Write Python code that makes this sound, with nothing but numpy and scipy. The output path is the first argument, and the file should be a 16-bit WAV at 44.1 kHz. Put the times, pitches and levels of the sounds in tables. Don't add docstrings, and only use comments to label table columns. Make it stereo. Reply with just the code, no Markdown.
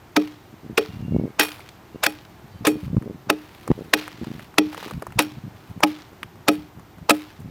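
import sys
import numpy as np
from scipy import signal
from scipy.fft import rfft, irfft
from scipy.io import wavfile
from scipy.ndimage import uniform_filter1d

SR = 44100
rng = np.random.default_rng(int(sys.argv[2]) if len(sys.argv) > 2 else 0)


def int16_out(signal):
    q = np.round(np.clip(np.atleast_2d(signal).T, -1, 1) * 32767)
    wavfile.write(sys.argv[1], SR, q.astype(np.int16))


def convert_level_to_amplitude(level_db):
    exponent = np.asarray(level_db, float) / 20
    return 10 ** exponent


N = 330750
T = np.arange(N) / SR


def on_log(table, count):
    hz, value = np.transpose(table)
    bin_hz = np.arange(count // 2 + 1) * SR / count
    return np.interp(np.log(bin_hz + 1), np.log(hz), value)


def unit(x):
    return x / np.sqrt(np.mean(x ** 2))


def coloured(table):
    white = rng.standard_normal(N)
    return unit(irfft(rfft(white) * convert_level_to_amplitude(on_log(table, N)), N))


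def band(x, lo_hz, hi_hz):
    sos = signal.butter(2, [lo_hz, min(hi_hz, 0.45 * SR)], "bandpass", fs=SR, output="sos")
    return signal.sosfilt(sos, x)


def band_noise(shape, centre_hz, width_hz):
    white = rng.standard_normal(shape)
    return unit(band(white, centre_hz - width_hz / 2, centre_hz + width_hz / 2))


def grain(rate_hz, spread_db):
    hold = int(SR / rate_hz)
    steps = np.repeat(rng.standard_normal(N // hold + 1), hold)
    return unit(convert_level_to_amplitude(spread_db * uniform_filter1d(steps, hold)[:N]))


def add(out, start_s, x):
    i = int(start_s * SR)
    out[..., i:i + x.shape[-1]] += x[..., :N - i]


def swell(t, rise_s, t60_s):
    rise = t / max(rise_s, 1e-4)
    fade = -t * np.log(1000) / max(t60_s, 2e-3)
    return np.exp(np.where(t < 0, rise, fade))


def woods():
    # freq_hz, density_db per Hz
    hum_colour = [(18, -38), (30, -6), (58, 0), (76, 0), (112, 4.5), (135, 0), (248, -5.5), (359, -2.5),
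                  (492, -10.5), (592, -10.5), (751, -7.5), (2050, -17.5), (6370, -28.5), (14400, -39.5),
                  (16500, -46)]
    # centre_hz, width_hz, level_db
    insect_bands = [(14700, 300, -68), (12400, 900, -69), (13600, 500, -75)]
    # start_s, end_s, pitch_hz, width_hz, level_db
    far_notes = [
        (0.892, 1.22, 2790, 35, -58),
        (1.127, 1.39, 2210, 52, -60),
        (1.92, 2.03, 2800, 50, -63),
        (2.515, 2.62, 3090, 11, -65),
        (2.515, 2.63, 4040, 8, -60),
        (2.51, 2.615, 4590, 9.2, -61.5),
    ]
    shared = coloured(hum_colour)
    hum = np.array([shared + 1.22 * coloured(hum_colour) for _ in range(2)])
    out = convert_level_to_amplitude(-50) * hum * grain(1.71, spread_db=0.53)
    for centre_hz, width_hz, level_db in insect_bands:
        out += convert_level_to_amplitude(level_db) * band_noise((2, N), centre_hz, width_hz)
    for start_s, end_s, pitch_hz, width_hz, level_db in far_notes:
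        shape = np.interp(T, [start_s, start_s + 0.014, end_s - 0.04, end_s], [0, 0.98, 0.66, 0])
        out += convert_level_to_amplitude(level_db) * band_noise(N, pitch_hz, width_hz) * shape
    return out


def puffs(table):
    out, t = np.zeros(N), np.arange(-0.02, 0.02, 1 / SR)
    for peak_s, peak_db, centre_hz in table:
        sign, skew, lag, edge = rng.standard_normal(4)
        u = t * np.pi * np.clip(centre_hz, 90, 300)
        swing = (1 - 2 * u ** 2 + skew * u) * np.exp(-u ** 2)
        sharp = (1 - 2 * (2.65 * u) ** 2 + edge * u) * np.exp(-(2.29 * u) ** 2)
        sharp *= convert_level_to_amplitude(0.48 * peak_db - 6.5)
        start_s = peak_s - 0.02
        add(out, start_s, np.sign(sign) * convert_level_to_amplitude(peak_db + 4.5) * (swing + sharp))
        add(out, start_s + 0.01096 * np.sign(lag), convert_level_to_amplitude(peak_db + 2.5) * swing[::-1])
    return out


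def wind():
    # peak_s, peak_db, centre_hz
    left_puffs = [(1.051, -22.5, 159), (2.593, -42, 190), (2.611, -27, 170), (2.627, -29, 150),
                  (2.71, -25, 330), (3.118, -34, 278), (3.147, -29.5, 190), (4.145, -41, 210),
                  (4.216, -22, 240), (4.234, -22.5, 190), (4.271, -22, 212), (4.316, -21.5, 200),
                  (4.863, -25, 650), (4.915, -31, 320), (4.929, -30, 160), (4.945, -29, 139),
                  (5.007, -38, 150), (5.173, -23.5, 127), (5.245, -30, 280), (5.268, -34, 260),
                  (5.321, -38, 180), (5.35, -37, 110), (5.414, -44, 110), (5.777, -25, 157),
                  (6.22, -42, 190), (6.246, -38, 200), (6.545, -40, 290), (6.564, -35, 300),
                  (7.478, -31.5, 158)]
    # peak_s, peak_db, centre_hz
    right_puffs = [(0.542, -29, 210), (0.646, -29.5, 220), (0.664, -26, 210), (0.678, -36, 220),
                   (0.699, -20.5, 220), (0.73, -27.5, 190), (0.892, -24.5, 140), (0.918, -43, 180),
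                   (0.937, -27.5, 170), (0.952, -35, 150), (0.971, -28, 170), (0.991, -35, 190),
                   (1.007, -21, 160), (1.026, -21, 160), (1.083, -16.5, 160), (1.123, -11.5, 160),
                   (1.147, -9.5, 180), (1.164, -7, 210), (1.198, -11, 210), (1.214, -15, 220),
                   (1.238, -12.5, 200), (1.256, -15, 230), (1.279, -22, 320), (1.305, -30, 240),
                   (1.959, -22, 270), (2.163, -40, 160), (2.3, -37, 150), (2.445, -31.5, 150),
                   (2.521, -37, 130), (2.559, -29, 110), (2.723, -21, 260), (2.757, -18, 240),
                   (2.833, -20, 140), (2.849, -28, 120), (2.88, -19, 140), (2.903, -20, 140),
                   (2.932, -15, 160), (2.947, -15, 180), (2.969, -7, 170), (3.016, -22.5, 210),
                   (3.032, -26, 260), (3.06, -22, 220), (3.077, -21, 310), (3.099, -23, 290),
                   (3.273, -28.5, 220), (3.627, -37, 190), (3.674, -34, 340), (3.69, -20, 210),
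                   (3.703, -15, 280), (3.716, -1, 220), (3.766, -34, 160), (3.791, -20.5, 320),
                   (3.81, -21, 330), (3.848, -33, 260), (3.883, -33, 250), (4.158, -39, 200),
                   (4.186, -32, 230), (4.34, -29, 210), (4.352, -25.5, 150), (4.383, -28, 190),
                   (4.434, -34, 170), (4.674, -30, 230), (4.766, -34, 300), (4.779, -31, 710),
                   (4.979, -22.5, 160), (5.022, -30, 610), (5.034, -36, 420), (5.072, -48, 290),
                   (5.085, -31, 120), (5.11, -34.5, 110), (5.127, -35, 150), (5.303, -40, 200),
                   (5.384, -24, 140), (5.44, -26, 160), (5.454, -29, 140), (5.48, -24, 180),
                   (5.55, -34, 140), (5.713, -25.5, 120), (5.758, -36, 210), (5.922, -32, 250),
                   (6.131, -34.5, 270), (6.259, -37, 110), (6.401, -36.5, 130), (6.584, -28, 180),
                   (6.622, -34, 140), (6.641, -39, 160), (6.686, -41, 120), (6.764, -38, 180),
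                   (6.776, -31, 180), (6.787, -32.5, 190), (6.804, -33, 160), (6.987, -32, 160),
                   (7.028, -27.5, 140), (7.405, -27, 160), (7.421, -34, 100), (7.459, -24.5, 160),
                   (7.489, -32, 200)]
    left, right = puffs(left_puffs), puffs(right_puffs)
    rumble = [unit(band(rng.standard_normal(N), 70, 187)) * grain(28, spread_db=8.0) for _ in range(2)]
    late_right = np.roll(right, int(0.0019 * SR))
    return np.array([left + convert_level_to_amplitude(-13) * late_right + convert_level_to_amplitude(-67) * rumble[0],
                     right + convert_level_to_amplitude(-12) * left + convert_level_to_amplitude(-55) * rumble[1]])


def litter():
    # time_s, level_db, treble_db above it
    rustles = [
        [(0.2, -40.5, -11), (0.344, -53, -16), (0.5, -69, -6)],
        [(0.82, -34.5, -13), (0.844, -45.5, -12.5), (1.0, -53, -11)],
        [(1.42, -23, -3), (1.496, -41, -3.5), (1.75, -58, -16)],
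        [(2.09, -44, 1), (2.188, -51, -16), (2.3, -67, 1)],
        [(2.7, -43, 3), (2.762, -53, -7), (2.85, -47, -8)],
        [(3.33, -37, -8), (3.35, -50, -10), (3.9, -54, -6)],
        [(3.97, -34, -10.5), (4.138, -47.5, -16), (4.45, -48.5, -8.5)],
        [(4.62, -49.5, -11), (4.87, -36, -12), (5.0, -57.5, -5)],
        [(5.22, -30.5, 2), (5.238, -40, -7.5), (5.4, -57.5, -20)],
        [(5.56, -54, -11), (5.656, -60, -10), (5.7, -56.5, -2)],
        [(5.87, -40.5, -6.5), (6.088, -55.5, -28), (6.1, -65, -15)],
        [(6.52, -41.5, -1.5), (6.666, -56.5, -19), (6.7, -70, -8)],
        [(7.14, -39, -4), (7.394, -58, -21), (7.4, -68, 10)],
    ]
    out = np.zeros((2, N))
    shared = rng.standard_normal(N)
    for port in out:
        grit = (shared + 0.5 * rng.standard_normal(N)) * grain(500, spread_db=7.0)
        body, treble = unit(band(grit, 600, 4250)), unit(band(grit, 3140, 14900))
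        for rows in rustles:
            time_s, level_db, treble_db = np.transpose(rows)
            first_s, last_s = time_s[0], time_s[-1]
            fade = np.interp(T, [first_s - 0.015, first_s, last_s, last_s + 0.043], [0, 1, 1, 0])
            bright = convert_level_to_amplitude(np.interp(T, time_s, treble_db)) * treble
            port += fade * convert_level_to_amplitude(np.interp(T, time_s, level_db)) * (body + bright)
    return out


def ticks():
    # start_s, peak_db, centre_hz, left_minus_right_db
    snaps = [(1.489, -26, 2220, 2), (1.507, -32.5, 1240, -3), (1.517, -26.5, 2900, 1),
             (1.593, -33, 942, -1.5), (1.605, -36.5, 2200, 4), (1.66, -43, 2200, 0.5),
             (1.689, -33, 3270, -5), (2.25, -39, 2440, -0.5), (2.395, -47, 1010, -1.0),
             (2.479, -44, 834, 4), (2.848, -44.5, 1910, -0.5), (2.88, -43, 816, 3), (2.976, -42, 821, -5.0),
             (3.023, -37, 902, -9), (3.676, -18.5, 816, 3.5), (3.849, -46, 2700, 0.0),
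             (4.038, -32, 1880, -0.5), (4.078, -21.5, 1160, 1), (4.244, -31, 980, 5),
             (4.394, -31.5, 1360, 0.0), (4.541, -36, 872, 2), (4.729, -31, 810, -15), (4.745, -25, 950, -9),
             (4.777, -25, 816, -9.0), (4.827, -26, 860, 0.0), (4.879, -28, 926, 5), (4.909, -22, 860, 6),
             (5.022, -23.5, 810, -12), (5.067, -23, 915, -3.5), (5.104, -39, 1130, -0.5),
             (5.122, -31.5, 1680, -4), (5.266, -37, 1760, 3), (5.804, -23.5, 848, 4.5),
             (5.986, -36, 848, -14), (6.132, -43, 867, -10), (6.23, -22, 2000, 9.5), (6.356, -44, 840, 13),
             (6.544, -37, 1490, -3), (6.795, -36, 950, 0.0), (6.982, -40, 1040, 8), (7.303, -41, 2010, -10),
             (7.417, -40, 890, -2)]
    out, t = np.zeros((2, N)), np.arange(0, 0.03, 1 / SR)
    for start_s, peak_db, centre_hz, pan_db in snaps:
        noise = rng.standard_normal(len(t))
        snap = unit(band(noise, 0.44 * centre_hz, 1.53 * centre_hz))
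        snap += 0.25 * unit(band(noise, 2100, 11200))
        port_db = np.array([[pan_db], [-pan_db]]) / 2
        add(out, start_s, convert_level_to_amplitude(peak_db - 2.5 + port_db) * snap * swell(t - 0.0008, 0.00025, 0.021))
    return out


def rings():
    # start_s, handle_db, log_db, knock_db, upper_handle_db, steel_db
    blows = [(.169, -11.5, -19, -24.5, -41, -40), (0.779, -26, -15, -27.5, -35, -35),
             (1.397, -22, -21, -36, -26.5, -19.5), (2.067, -26.5, -35, -34, -32.5, -37),
             (2.670, -12.5, -16, -23.5, -31, -32.5), (3.301, -19, -22.5, -26, -34.5, -44),
             (3.939, -21.5, -24.5, -32, -32.5, -39), (4.586, -11.5, -20, -34, -34, -37),
             (5.192, -19.5, -34.5, -24.5, -27, -31.5), (5.836, -14, -31, -26, -21.5, -44),
             (6.486, -12.5, -21, -20, -32, -37), (7.107, -16.5, -26.5, -20.5, -31, -44)]
    # pitch_hz, level_db, t60_s
    handle = [(303, 2.5, 0.28), (297, -14.5, 0.24), (198, -12, 0.19)]
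    log = [(431.5, 0, 0.19), (457, -2, 0.17), (397.5, 3, 0.11)]
    knock = [(562.5, 6.5, 0.099), (692, 6, 0.077), (1271, 8, 0.047), (240, 6, 0.073)]
    upper_handle = [(828, 8, 0.1), (930, -10.5, 0.055)]
    steel = [(2440, -5.5, 0.31), (2510, 7, 0.11), (3230, -4, 0.19), (4450, -9.5, .25), (5550, -4, .2),
             (1915, 4, 0.088)]
    parts = (handle, log, knock, upper_handle, steel)
    out, t = np.zeros(N), np.arange(0, 0.5, 1 / SR)
    for start_s, *part_levels_db in blows:
        for part_db, modes in zip(part_levels_db, parts):
            for pitch_hz, mode_db, t60_s in modes:
                tune, weight, phase = rng.standard_normal(3)
                push = 1 - np.exp(-t * pitch_hz * 1.97)
                tone = np.sin(2 * np.pi * pitch_hz * (1 + 0.0046 * tune) * t + phase)
                level = convert_level_to_amplitude(part_db + mode_db + 0.7 * weight)
                add(out, start_s, level * push * tone * swell(t, 1, t60_s))
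    return out


def cracks():
    # start_s, peak_db, thud_db and splinter_db above it, rise_s, t60_s
    splits = [(0.1635, -0.5, -6, -9, 0.0013, 0.028), (0.7768, -3, -13, -7.5, 0.0018, 0.037),
              (1.3942, -1, -8, -3.5, 0.0019, 0.044), (1.41, -9.5, -17, -16, 0.0029, 0.046),
              (2.0345, -3, -8, -4, 0.0023, 0.058), (2.0636, -2.5, -5.5, -5, 0.0027, 0.017),
              (2.6505, -8.5, -0.5, -8, 0.0013, 0.042), (2.6682, -9, -6.5, -1.5, 0.0029, 0.069),
              (3.2996, -0.5, -3.5, -5.5, 0.002, 0.019), (3.935, 2.5, -6.5, -6.5, 0.0013, 0.028),
              (4.5822, 2.5, -2.5, -6.5, 0.0012, 0.023), (5.1893, -1, -3, -5.5, 0.0019, 0.044),
              (5.201, -14.5, -16, -11, 0.0026, 0.052), (5.833, 0, 1, -7.5, 0.0018, 0.028),
              (6.4819, 1, -6, -6.5, 0.002, 0.033), (7.0944, 0, 0.5, -3, 0.0012, 0.028),
              (7.1059, -2.5, -18, -4, 0.0042, 0.028)]
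    # freq_hz, density_db per Hz
    wood_colour = [(240, -28), (400, -2), (844, -1), (1050, 1), (1260, -2), (2150, -9), (2510, -3.5),
                   (2930, -13), (3700, -9), (4190, -13.5), (5460, -7), (7220, -5.5), (7920, -8.5),
                   (15200, -18.5), (16500, -39)]
    wood = coloured(wood_colour) * grain(900, spread_db=2.0)
    thud, snap, splinter = unit(band(wood, 470, 1526)), unit(band(wood, 1310, 4830)), unit(band(wood, 5500, 18700))
    out, t = np.zeros(N), np.arange(-0.03, 0.3, 1 / SR)
    for start_s, peak_db, thud_db, splinter_db, rise_s, t60_s in splits:
        first = int((start_s - 0.03) * SR)
        now = slice(first, first + len(t))
        burst = convert_level_to_amplitude(thud_db) * thud[now] * swell(t - 0.0015, 1.58 * rise_s, 1.2 * t60_s)
        burst += snap[now] * swell(t - 0.0021, rise_s, t60_s)
        burst += convert_level_to_amplitude(splinter_db) * splinter[now] * swell(t - 0.0019, 0.41 * rise_s, 0.97 * t60_s)
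        out[now] += convert_level_to_amplitude(peak_db - 5) * burst
    return out


def trunks(x):
    t = np.arange(0, 0.6, 1 / SR)
    tail = band(rng.standard_normal((2, len(t))), 310, 6400) * swell(t - 0.028, 0.0064, 0.39)
    return signal.fftconvolve(x[None], tail, axes=1)[:, :N]


def ports(x):
    # freq_hz, left_minus_right_db
    port_db = [(60, -0.5), (110, -0.5), (200, 2), (380, -1.5), (700, 1), (1290, 1.5), (2380, -4),
               (4400, -0.5), (8120, 0.5), (15000, -9)]
    # freq_hz, left_lead_rad
    port_phase = [(0, 0), (2410, -0.23), (3010, 0.66), (4050, 0.82), (4650, -0.77), (7060, -0.68),
                  (7840, -0.78), (10200, -1.2), (10500, -1.2), (12400, 0.17), (14300, 2), (15300, 1.1),
                  (15800, 0.29), (16200, 0.1)]
    half = convert_level_to_amplitude(on_log(port_db, N) / 2) * np.exp(0.5j * on_log(port_phase, N))
    return irfft(rfft(x) * np.array([half, 1 / half]), N)


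def scene():
    axe = cracks() + rings()
    return ports(axe) + convert_level_to_amplitude(-57.5) * trunks(axe) + ticks() + litter() + wind() + woods()


def roll_off(x):
    return signal.sosfilt(signal.butter(12, 16610, fs=SR, output="sos"), x)


def record(dry):
    bass_cut = signal.butter(2, 60, "highpass", fs=SR, output="sos")
    mix = np.clip(signal.sosfilt(bass_cut, dry), -1, 1)
    return roll_off(mix)


dry = scene()
out = record(dry)
int16_out(out)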